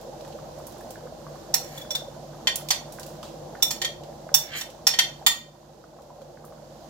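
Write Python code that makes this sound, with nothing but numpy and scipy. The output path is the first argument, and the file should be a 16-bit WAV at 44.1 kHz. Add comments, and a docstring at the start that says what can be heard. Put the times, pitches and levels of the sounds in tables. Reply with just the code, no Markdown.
"""A kitchen heard from half a metre by a phone: from the first moment pots bubble and steam hisses over
stove rumble, mains hum and a wavering drone; steel tongs tick on their own, bubbles burst and sauce spits.
From 1.5 s the tongs strike and scrape a hand-held ceramic plate: each blow rings its modes and rattles the steel.
Late on the kitchen sinks in level, then partly returns. Damped tones make bubbles and plate, shaped noise the rest."""
import sys
import numpy as np
from scipy import signal
from scipy.fft import rfft, irfft
from scipy.io import wavfile
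from scipy.ndimage import uniform_filter1d

SR = 44100
rng = np.random.default_rng(int(sys.argv[2]) if len(sys.argv) > 2 else 0)


def bounce(signal):
    """Save signal as a 16-bit WAV file at the path given by the first command-line argument."""
    frames = np.transpose(np.atleast_2d(signal))
    limited = np.clip(frames, -1, 1)
    pcm = np.round(limited * 32767).astype(np.int16)
    wavfile.write(sys.argv[1], SR, pcm)


N = 304025


def undb(db):
    """Decibels to amplitude."""
    return 10 ** (np.asarray(db) / 20)


def unit(x):
    """Scale to rms 1."""
    return x / np.sqrt(np.mean(x ** 2) + 1e-30)


def band(x, lo, hi):
    """Steep band-pass."""
    return signal.sosfilt(signal.butter(3, [lo, min(hi, SR / 2.2)], "band", fs=SR, output="sos"), x)


def fade(t, t60):
    """Exponential decay that falls 60 dB in t60."""
    return np.exp(-np.log(1000) * t / t60)


def curve(table):
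    """Columns of a timed table at every sample."""
    s, *columns = np.transpose(table)
    return [np.interp(np.arange(N) / SR, s, c) for c in columns]


def pair(count, alike):
    """Left and right noise that share a part."""
    mid, side = rng.standard_normal((2, count))
    alike = np.clip(alike, 0, 1)
    opposite = np.array([[1], [-1]])
    return np.sqrt((1 + alike) / 2) * mid + np.sqrt((1 - alike) / 2) * side * opposite


def coloured(x, points):
    """Noise shaped by (f/Hz, level/dB) points, joined along log frequency."""
    hz, db = np.transpose(points)
    bins = np.maximum(np.arange(N // 2 + 1) * SR / N, 1)
    return irfft(rfft(x) * undb(np.interp(np.log(bins), np.log(hz), db)), N)


def walk(rate):
    """Slow chance, spread 1, smoothed twice over 1/rate seconds."""
    k = int(SR / rate)
    smooth = uniform_filter1d(rng.standard_normal(N), k)
    return unit(uniform_filter1d(smooth, k))


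def add(out, s, sound, pan_db=0):
    """Mix a sound in at time s, left minus right by pan_db."""
    i = int(s * SR)
    gains = undb(np.array([[pan_db], [-pan_db]]) / 2)
    out[:, i:i + sound.shape[-1]] += (sound * gains)[:, :N - i]


def bubble(hz, cycles, glide):
    """A burst cavity: a damped tone that rises as it closes."""
    n = np.arange(int(3 * cycles * SR / hz)) * hz / SR  # time in cycles
    tone = np.sin(2 * np.pi * n * (1 + glide * n / cycles))
    return tone * np.exp(-2 * n / cycles) * np.minimum(n, 1)


def simmer(count=900, centre_hz=620, spread=0.1737, cycles=9, glide=0.044, size_db=0.0, pan_db=3):
    """A crowd of small bubbles in the pots, at chance times, pitches and sides."""
    out = np.zeros((2, N))
    for when, pitch, size, side in zip(rng.random(count), *rng.standard_normal((3, count))):
        sound = undb(size_db * size) * bubble(centre_hz * np.exp(spread * pitch), cycles, glide)
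        add(out, when * (N - 1) / SR, sound, pan_db * side)
    return unit(out)


# colour of the hiss: f/Hz, level/dB per Hz
HISS_COLOUR = [(590, -34.5), (1000, 0), (1200, -9.5), (1470, -9.5), (2280, -19), (3120, -15.5), (6550, -15),
               (7530, -17.5), (8260, -23.5), (15100, -23.5), (16000, -37)]
# steam rises mostly to the right of the phone: f/Hz, left minus right/dB
HISS_PAN = [(1000, -3.5), (2400, -1), (4400, -11), (8100, -4.5), (15000, 2.5)]


def steam():
    """Smooth, slowly wavering hiss of steam, nearly unrelated in the two channels."""
    left, right = coloured(pair(N, 0.057), HISS_COLOUR)
    left = coloured(left, np.multiply(HISS_PAN, [1, .5]))
    right = coloured(right, np.multiply(HISS_PAN, [1, -.5]))
    return unit(np.array([left, right])) * undb(.6 * walk(5))


def spit(hz, cycles, grit):
    """A wet click: a bubble roughened by a breath of noise around its pitch."""
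    tone = bubble(hz, cycles, glide=0.03)
    n = np.arange(len(tone))
    noise = unit(band(rng.standard_normal(len(tone)), hz / 1.57, hz * 1.26))
    onset = np.minimum(n * hz / SR / 2, 1)  # two cycles
    return tone + grit * noise * fade(n / len(tone), 2.2) * onset


def spatter(count=160, centre_hz=1100, spread=0.167, size_db=-0.5, pan_db=3):
    """A scatter of faint spits of sauce, at chance times, sizes, pitches and sides."""
    out = np.zeros((2, N))
    sizes = rng.exponential(size=count)
    for when, size, pitch, side in zip(rng.random(count), sizes, *rng.standard_normal((2, count))):
        sound = undb(size_db * size) * spit(centre_hz * np.exp(spread * pitch), cycles=5.3, grit=0.4)
        add(out, when * (N - 1) / SR, sound, pan_db * side)
    return unit(out)


# common level of all kitchen layers: t/s, level/dB
KITCHEN_LEVEL = [(0, -45), (.6, -44), (1.3, -44.5), (3.5, -44), (4.25, -45.5), (4.7, -47.5), (5.2, -46),
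                 (5.5, -52), (6.0, -52), (6.89, -47)]
# colour of stove and pots: f/Hz, level/dB per Hz
RUMBLE_COLOUR = [(36, -45), (62, -10.5), (112, -8.5), (146, -3.5), (178, -7.5), (237, -4), (271, -13),
                 (356, -2.5), (388, -21.5), (492, -7.5), (599, -4.5), (713, -16.5), (778, -8), (1110, -32),
                 (1200, -28), (1560, -44), (2640, -120)]
# side the rumble comes from: f/Hz, left minus right/dB
RUMBLE_PAN = [(40, -0.5), (80, -1.5), (160, 0.7), (240, -2), (400, -9.5)]
MAINS_HZ, MAINS_DB = 47.7, -7.5
DRONE_HZ, DRONE_WIDTH_HZ, DRONE_DB = 149.4, 9.7, -3
RUMBLE_DB, STEAM_DB, SPATTER_DB = -3.5, -7.5, -18  # against the kitchen level


def kitchen(bubble_db=-3, swell_db=2.0):
    """Rumble of stove and pots, mains hum, a wavering narrow-band drone, bubbles, spits and steam."""
    kitchen_db, = curve(KITCHEN_LEVEL)
    low = coloured(pair(N, 0.92), RUMBLE_COLOUR)
    low = signal.sosfilt(signal.butter(4, 430, fs=SR, output="sos"), low)
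    low = np.array([coloured(ear, np.multiply(RUMBLE_PAN, [1, half])) for ear, half in zip(low, (.5, -.5))])
    mains = np.sin(2 * np.pi * MAINS_HZ * np.arange(N) / SR)
    mains = undb(MAINS_DB + np.array([[-.7], [.7]])) * mains
    drone = band(rng.standard_normal(N), DRONE_HZ - DRONE_WIDTH_HZ / 2, DRONE_HZ + DRONE_WIDTH_HZ / 2)
    rumble = undb(0.5) * unit(low) + mains + undb(DRONE_DB) * unit(drone)
    seethe = unit(band(coloured(pair(N, 0.45), RUMBLE_COLOUR), 405, 1230))
    boil = undb(-2.5) * seethe * undb(swell_db * walk(2.25)) + undb(bubble_db) * simmer()
    air = undb(STEAM_DB) * steam() + undb(SPATTER_DB) * spatter()
    return undb(kitchen_db) * (undb(RUMBLE_DB) * rumble + boil + air)


# the tongs' own ticks and clacks: t/s, level/dB, brightness/dB from band to band, t60/s
TICKS = [(0.0116, -61.5, 2, 0.24), (0.208, -60.5, -5, 0.071), (0.2483, -64, -3, 0.23),
         (0.2777, -61.5, 1, 0.15), (0.324, -66.5, -10, 0.15), (0.587, -71, 11, 0.19),
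         (0.6678, -56.5, 10.5, 0.17), (0.7217, -60, 2, 0.18), (0.7813, -66, 7, 0.14),
         (0.8074, -68, 9, 0.33), (0.906, -53.5, 5.5, 0.18), (2.5572, -34, 6, 0.042),
         (2.6867, -40, -0.5, 0.12), (2.9224, -54, 5, 0.29), (2.996, -50.5, 3.5, 0.17),
         (3.0313, -49.5, -1, 0.062), (3.0632, -55, 3, 0.42), (3.229, -52.5, -4, 0.41),
         (4.035, -61, -5, 0.12), (4.7006, -58.5, -0.5, 0.17), (6.0194, -67.5, 1, 0.12),
         (6.217, -66.5, -1, 0.12), (6.45, -69.5, 14, 0.23)]
# bands of a tick: low f/Hz, high f/Hz
TICK_BANDS = [(2500, 5000), (5000, 8000), (8000, 16000)]
# balance of those bands: level/dB
TICK_BANDS_DB = [0, 1, -1.5]
TICK_PAN_DB = -3.5


def ticks(out, alike=0.19, crack_db=5, crack_t60=0.032):
    """Thin steel clicks: a sharp crack and a short unpitched rattle."""
    t = np.arange(int(.3 * SR)) / SR
    for s, level_db, bright_db, t60 in TICKS:
        band_db = np.add(TICK_BANDS_DB, bright_db * np.array([-1, 0, 1]))
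        rattle = 0
        for edges, db in zip(TICK_BANDS, band_db):
            rattle = rattle + undb(db) * unit(band(pair(len(t), alike), *edges))
        decay = fade(t, t60) + undb(crack_db) * fade(t, crack_t60)
        add(out, s, undb(level_db) * rattle * decay, TICK_PAN_DB)


# big bubbles bursting in the pots: t/s, level/dB, f/Hz
POPS = [(0.022, -34, 640), (0.083, -30.5, 495), (0.222, -31, 530), (0.346, -31, 506), (0.577, -28, 600),
        (0.861, -30.5, 588), (1.054, -29.5, 493), (1.123, -29, 616), (2.02, -29.5, 610), (2.083, -31, 530),
        (2.164, -30.5, 614), (3.429, -36, 650), (4.088, -32, 584), (4.266, -30, 623), (4.317, -31.5, 555),
        (5.093, -36, 610), (5.216, -33, 750), (6.103, -36, 944), (6.219, -35, 533), (6.423, -38, 596)]


def pops(out, pan_db=-3.0):
    """Single bubbles that stand out: damped tones with a slight rise."""
    for s, level_db, hz in POPS:
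        add(out, s, undb(level_db) * bubble(hz, cycles=8.8, glide=0.023), pan_db)


# sauce spitting, short and higher: t/s, level/dB, f/Hz
SPITS = [(0.2485, -42, 1740), (0.387, -35.5, 1130), (0.599, -39, 1120), (0.8091, -37, 1610),
         (0.9564, -38, 1570), (1.071, -40.5, 1360), (1.266, -33, 1100), (1.3565, -36.5, 1150),
         (1.8485, -38.5, 1460), (2.986, -30.5, 1560), (3.2302, -31, 1110), (3.5513, -28.5, 1410),
         (4.2905, -33.5, 1460), (5.8396, -42, 1294), (5.9868, -38.5, 1010), (6.2165, -42, 1130),
         (6.3724, -41, 1510), (6.4424, -36.5, 1124), (6.523, -39.5, 1110)]


def spits(out, pan_db=-3.0):
    """Single spits of sauce that stand out: gritty damped tones."""
    for s, level_db, hz in SPITS:
        add(out, s, undb(level_db) * spit(hz, cycles=5.7, grit=0.5), pan_db)


def splinter(x, spiky_db, width_hz):
    """Break a noise into many narrow partials, as thin steel rings."""
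    count = x.shape[-1]
    width = max(int(width_hz * count / SR), 1)
    ripple = unit(uniform_filter1d(rng.standard_normal(count // 2 + 1), width))
    return irfft(rfft(x) * undb(spiky_db * ripple), count)


# modes of the plate, in families that a blow excites together:
# f/Hz, level/dB, t60/s, left minus right/dB, left lead/rad
PLATE_FAMILIES = [
    [(934.5, 0.5, 0.04, -5, 0), (760, -6, 0.15, -2, 0), (1318, -12, .1, 4, -.5)],
    [(1876, -4.5, 0.35, 6, 1.5), (1831, -5.5, 0.144, -2, -1), (2068, -6.5, 0.12, -1, -4.5),
     (2366, -12, 0.15, 9.5, 3.5)],
    [(3090, 2, 0.27, 6, 2.25), (3134, -8, 0.059, -24, 0.9), (3300, -17.5, .12, 6, 0.93)],
    [(3566, 6.5, .25, 1, 1.94), (3466, -5.5, 0.075, -13.5, .5), (3920, -8.5, 0.13, -8, 0.75)],
    [(4280, 3.5, 0.034, -4.5, 7.95), (4390, -14.5, 0.283, -6, 4.3), (4270, -15, 0.39, -9.5, 3.1),
     (4900, -24.5, 0.067, -12.5, 2.5)],
    [(5800, 2, 0.073, -5.5, 1.83), (5670, -17, 0.065, -29.5, 2.5), (6090, -12.5, 0.017, -22.5, 0.295)],
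    [(6620, 0, 0.16, -11.5, 1.83), (6940, -7.5, 0.22, -13, 4.7)],
    [(7240, 2, 0.19, -11, 4.5), (7430, 0.5, 0.095, 8, -0.3), (9500, -1.5, 0.14, 4.5, -14),
     (12400, 0, 0.128, -3, 6), (14730, -19, .12, -5.5, -5)],
]
# bands of the steel's rattle: low f/Hz, high f/Hz
RATTLE_BANDS = [(700, 2600), (2600, 5000), (5000, 8000), (8000, 11000), (11000, 16000)]
# decay of each rattle band: t60/s
RATTLE_T60 = [0.088, 0.087, 0.044, 0.097, 0.062]
# side of each rattle band: left minus right/dB
RATTLE_PAN_DB = [-3, -2, 0, 3, -4.5]


def ring(ring_db, rattle_db, grip_hz, chatter_s, free, waver=0.67, waver_s=0.0094, scatter_db=1,
         alike=0.17, spiky_db=5, width_hz=50, first_db=6, first_t60=0.056):
    """Answer to a blow: plate modes swell and steel rattles while the edge chatters, then both die."""
    t = np.arange(int(.36 * SR)) / SR
    after = np.maximum(t - chatter_s, 0)
    swell = np.minimum((t + 0.0042) / (chatter_s + 0.0022), 1) ** 0.28
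    # the holding hand takes the first energy
    swell = swell * (1 + undb(first_db) * fade(after, first_t60)) / (1 + undb(first_db))
    ears = np.array([[.5], [-.5]])
    knots = waver_s * np.arange(40)
    out = 0
    for family, db, lead_hz in zip(PLATE_FAMILIES, ring_db, grip_hz):
        for k, (hz, mode_db, t60, pan_db, lead) in enumerate(family):
            if k == 0 and lead_hz:  # the grip sets the first mode; 0 leaves its own pitch
                hz = lead_hz
            # the plate rocks in the hand and touches food and steel, so each mode drifts in phase
            drift = waver * np.interp(t, knots, np.cumsum(rng.standard_normal(len(knots))))
            tone = np.sqrt(2) * np.sin(2 * np.pi * hz * t + drift + lead * ears) * undb(pan_db * ears)
            level = undb(db + mode_db + scatter_db * rng.standard_normal())
            out = out + level * swell * fade(after, free * t60) * tone
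    steel = splinter(pair(len(t), alike), spiky_db, width_hz)
    onset = np.minimum(t / 0.0022, 1)
    for edges, db, t60, pan_db in zip(RATTLE_BANDS, rattle_db, RATTLE_T60, RATTLE_PAN_DB):
        out = out + undb(db + pan_db * ears) * unit(band(steel, *edges)) * fade(after, t60) * onset
    return out


# blows on the plate: t/s, level/dB, place (0 well - 1 rim), hardness/dB, fourth and sixth family level/dB,
# third, fourth and sixth family f/Hz (these shift with the grip), freedom to ring (share of the t60)
BLOWS = [(1.5399, -8, 0.18, 1.5, -32, -10.5, 2900, 3570, 5590, 0.23),
         (1.7762, -35.5, 0.21, 8, -12, -17, 3110, 3455, 5540, 0.29),
         (1.8143, -39.5, 0.17, 6, -9.5, -13, 3200, 3450, 5500, 0.43),
         (1.9064, -19.5, 0.12, -5.5, -18, -11.5, 3220, 3487, 5595, 0.7),
         (1.9504, -17, 0.2, -3, -12.5, -19.5, 3110, 3620, 5530, 0.18),
         (2.4713, -8.5, 0.98, -8, -19, -23, 3130, 3530, 5670, 0.69),
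         (2.7054, -5.5, 0.65, -4, -25, -17.5, 3250, 3535, 5880, 0.16),
         (3.624, -11, 0.038, 4.5, -13.5, -7.5, 3170, 3576, 5544, 0.61),
         (3.707, -13.5, 0.33, 0, -42, -18, 2990, 3550, 5520, 0.85),
         (3.8166, -14.5, 0.81, -5, -22, -22, 3180, 3550, 5700, 0.87),
         (3.847, -18, 0.99, -1.5, -18, -15.5, 3250, 3640, 5770, 0.5),
         (4.3416, -7, 0.027, 6.5, -19.5, -6, 3200, 3565, 5585, 0.49),
         (4.6109, -23.5, 0.74, 2, -21, -13, 3084, 3584, 5630, 0.44),
         (4.8683, -3, 0.43, -2, -25, -11, 3130, 3545, 5454, 0.35),
         (4.937, -19.5, 1, -9.5, -26, -34, 3130, 3500, 5800, 0.98),
         (4.9885, -7.5, 1, 0, -19, -13.5, 3174, 3550, 5720, 0.39),
         (5.2642, -6, 0.84, 7, -17.5, -25.5, 3146, 3555, 5770, 1)]
# plate families for a blow in the well, and on the rim: level/dB (fourth and sixth come from each blow)
WELL_RING_DB = [-25.5, -38.5, -49.5, 0, -29, 0, -21.5, -29]
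RIM_RING_DB = [-26, -13.5, -12.5, 0, -16.5, 0, -18.5, -24.5]
# rattle bands for a blow in the well, and on the rim: level/dB
WELL_RATTLE_DB = [-28, -22, -15, -21.5, -13.5]
RIM_RATTLE_DB = [-18.5, -13.5, -19, -23, -24.5]
# share of a blow's hardness that each family, and each rattle band, takes
RING_HARDNESS = [0.1, 0.22, 0.23, 0, 0.05, 0, 0.6, 0.94]
RATTLE_HARDNESS = [0.17, 0.106, 0.31, 0.73, 1]
FIFTH_HZ, CHATTER_S, BLOW_PAN_DB = 4461, 0.0071, 0.2
CHOKE_DB, CHOKE_S, CLACK_DB = -8.5, 0.006, -45  # ticks above CLACK_DB choke a ring too


def blows(out):
    """The steel edge lands on the glaze; place and hardness set what rings, and the next touch chokes it."""
    clacks = [tick[0] for tick in TICKS if tick[1] > CLACK_DB]
    touches = np.array([blow[0] for blow in BLOWS] + clacks + [N])  # N: no touch after the last
    for s, level_db, place, hard_db, fourth_db, sixth_db, third_hz, fourth_hz, sixth_hz, free in BLOWS:
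        ring_db = np.add(WELL_RING_DB, place * np.subtract(RIM_RING_DB, WELL_RING_DB))
        ring_db = ring_db + hard_db * np.array(RING_HARDNESS)
        ring_db[[3, 5]] = fourth_db, sixth_db
        rattle_db = np.add(WELL_RATTLE_DB, place * np.subtract(RIM_RATTLE_DB, WELL_RATTLE_DB))
        rattle_db = rattle_db + hard_db * np.array(RATTLE_HARDNESS)
        grip_hz = [0, 0, third_hz, fourth_hz, FIFTH_HZ, sixth_hz, 0, 0]
        sound = ring(ring_db, rattle_db, grip_hz, CHATTER_S, free)
        since_touch = s + np.arange(sound.shape[1]) / SR - touches[touches > s].min()
        choke_db = CHOKE_DB * np.clip(since_touch / CHOKE_S, 0, 1)
        add(out, s, undb(level_db + choke_db) * sound, BLOW_PAN_DB)


# strokes of steel dragged over glaze: t/s, level/dB at 1.3-4.3 kHz, brightness/dB
SCRAPES = [
    [(1.62, -51, 4), (1.692, -55.5, 3), (1.78, -50.5, 1), (1.812, -52, -4), (1.88, -78, -3)],
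    [(4.4, -49, 6), (4.47, -51, -10), (4.515, -44, -9), (4.545, -33.5, -9), (4.575, -35.5, 1),
     (4.615, -41, 3), (4.65, -62.5, -4)],
]
# plate families under a scrape: level/dB
SCRAPE_RING_DB = [0, -2, -10.5, -7.5, -6, -4, -5, -12.5]
# rattle bands under a scrape: level/dB
SCRAPE_RATTLE_DB = [1.5, -6.5, -11, -8.5, -1]
# first mode of each family: f/Hz (0 keeps the plate's own; values near zero make that mode inaudible)
SCRAPE_GRIP_HZ = [-2.5, -0.5, 3150, -0.5, 4471, 5700, 0, 1.5]
SCRAPE_TOP_DB, SCRAPE_TOP_SHARE = -5.5, 1.7  # level above 8 kHz, and its share of the brightness


def scrapes(out, slip_db=3, slip_share=0.07, damped_t60=0.15, pan_db=-1):
    """Uneven slips of the edge keep plate and tongs ringing."""
    body = ring(SCRAPE_RING_DB, SCRAPE_RATTLE_DB, SCRAPE_GRIP_HZ, 0, 1)[:, :SR // 8]
    body = body * fade(np.arange(body.shape[1]) / SR, damped_t60)  # food and steel damp the plate
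    for stroke in SCRAPES:
        a, b = int(stroke[0][0] * SR), int(stroke[-1][0] * SR)
        level_db, mid_db = (c[a:b] for c in curve(stroke))
        treble_db = SCRAPE_TOP_DB + SCRAPE_TOP_SHARE * mid_db
        slips = (rng.random(b - a) < slip_share) * rng.standard_normal(b - a)
        slips = slips * undb(slip_db * rng.standard_normal(b - a))
        drag = signal.fftconvolve(body, slips[None], axes=1)[:, :b - a]
        low = unit(band(drag, 1300, 4300))
        mid = undb(mid_db) * unit(band(drag, 4300, 8000))
        treble = undb(treble_db) * unit(band(drag, 8000, 16000))
        sound = undb(level_db) * (low + mid + treble) * signal.windows.tukey(b - a, .2)
        add(out, a / SR, sound, pan_db)


WALLS_DB, WALLS_T60, WALLS_DELAY_S = -6, 0.31, 0.003


def walls(x, treble_t60=0.23):
    """Tiles and cupboards send a short diffuse echo back, which makes every ring waver."""
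    t = np.arange(int(.4 * SR)) / SR
    echo = band(pair(len(t), 0.13), 530, 5600) * fade(t, WALLS_T60)
    echo = echo + band(pair(len(t), 0), 5400, SR / 2) * fade(t, treble_t60)
    echo = echo * (t > WALLS_DELAY_S) / np.sqrt(np.sum(echo ** 2) / 2)
    return x + undb(WALLS_DB) * signal.oaconvolve(x, echo, axes=1)[:, :N]


def scene():
    """Pots and steam all along; tongs, bubbles, spits and plate near the phone, echoed by the walls."""
    near = np.zeros((2, N))
    for source in (blows, ticks, scrapes, pops, spits):
        source(near)
    return walls(near) + kitchen()


TOP_HZ = 15800


def record(dry):
    """The phone rounds the loudest peaks and cuts the top."""
    dry = .88 * np.tanh(dry / .88)
    return signal.sosfilt(signal.ellip(8, .2, 90, TOP_HZ, fs=SR, output="sos"), dry)


dry = scene()
out = record(dry)
bounce(out)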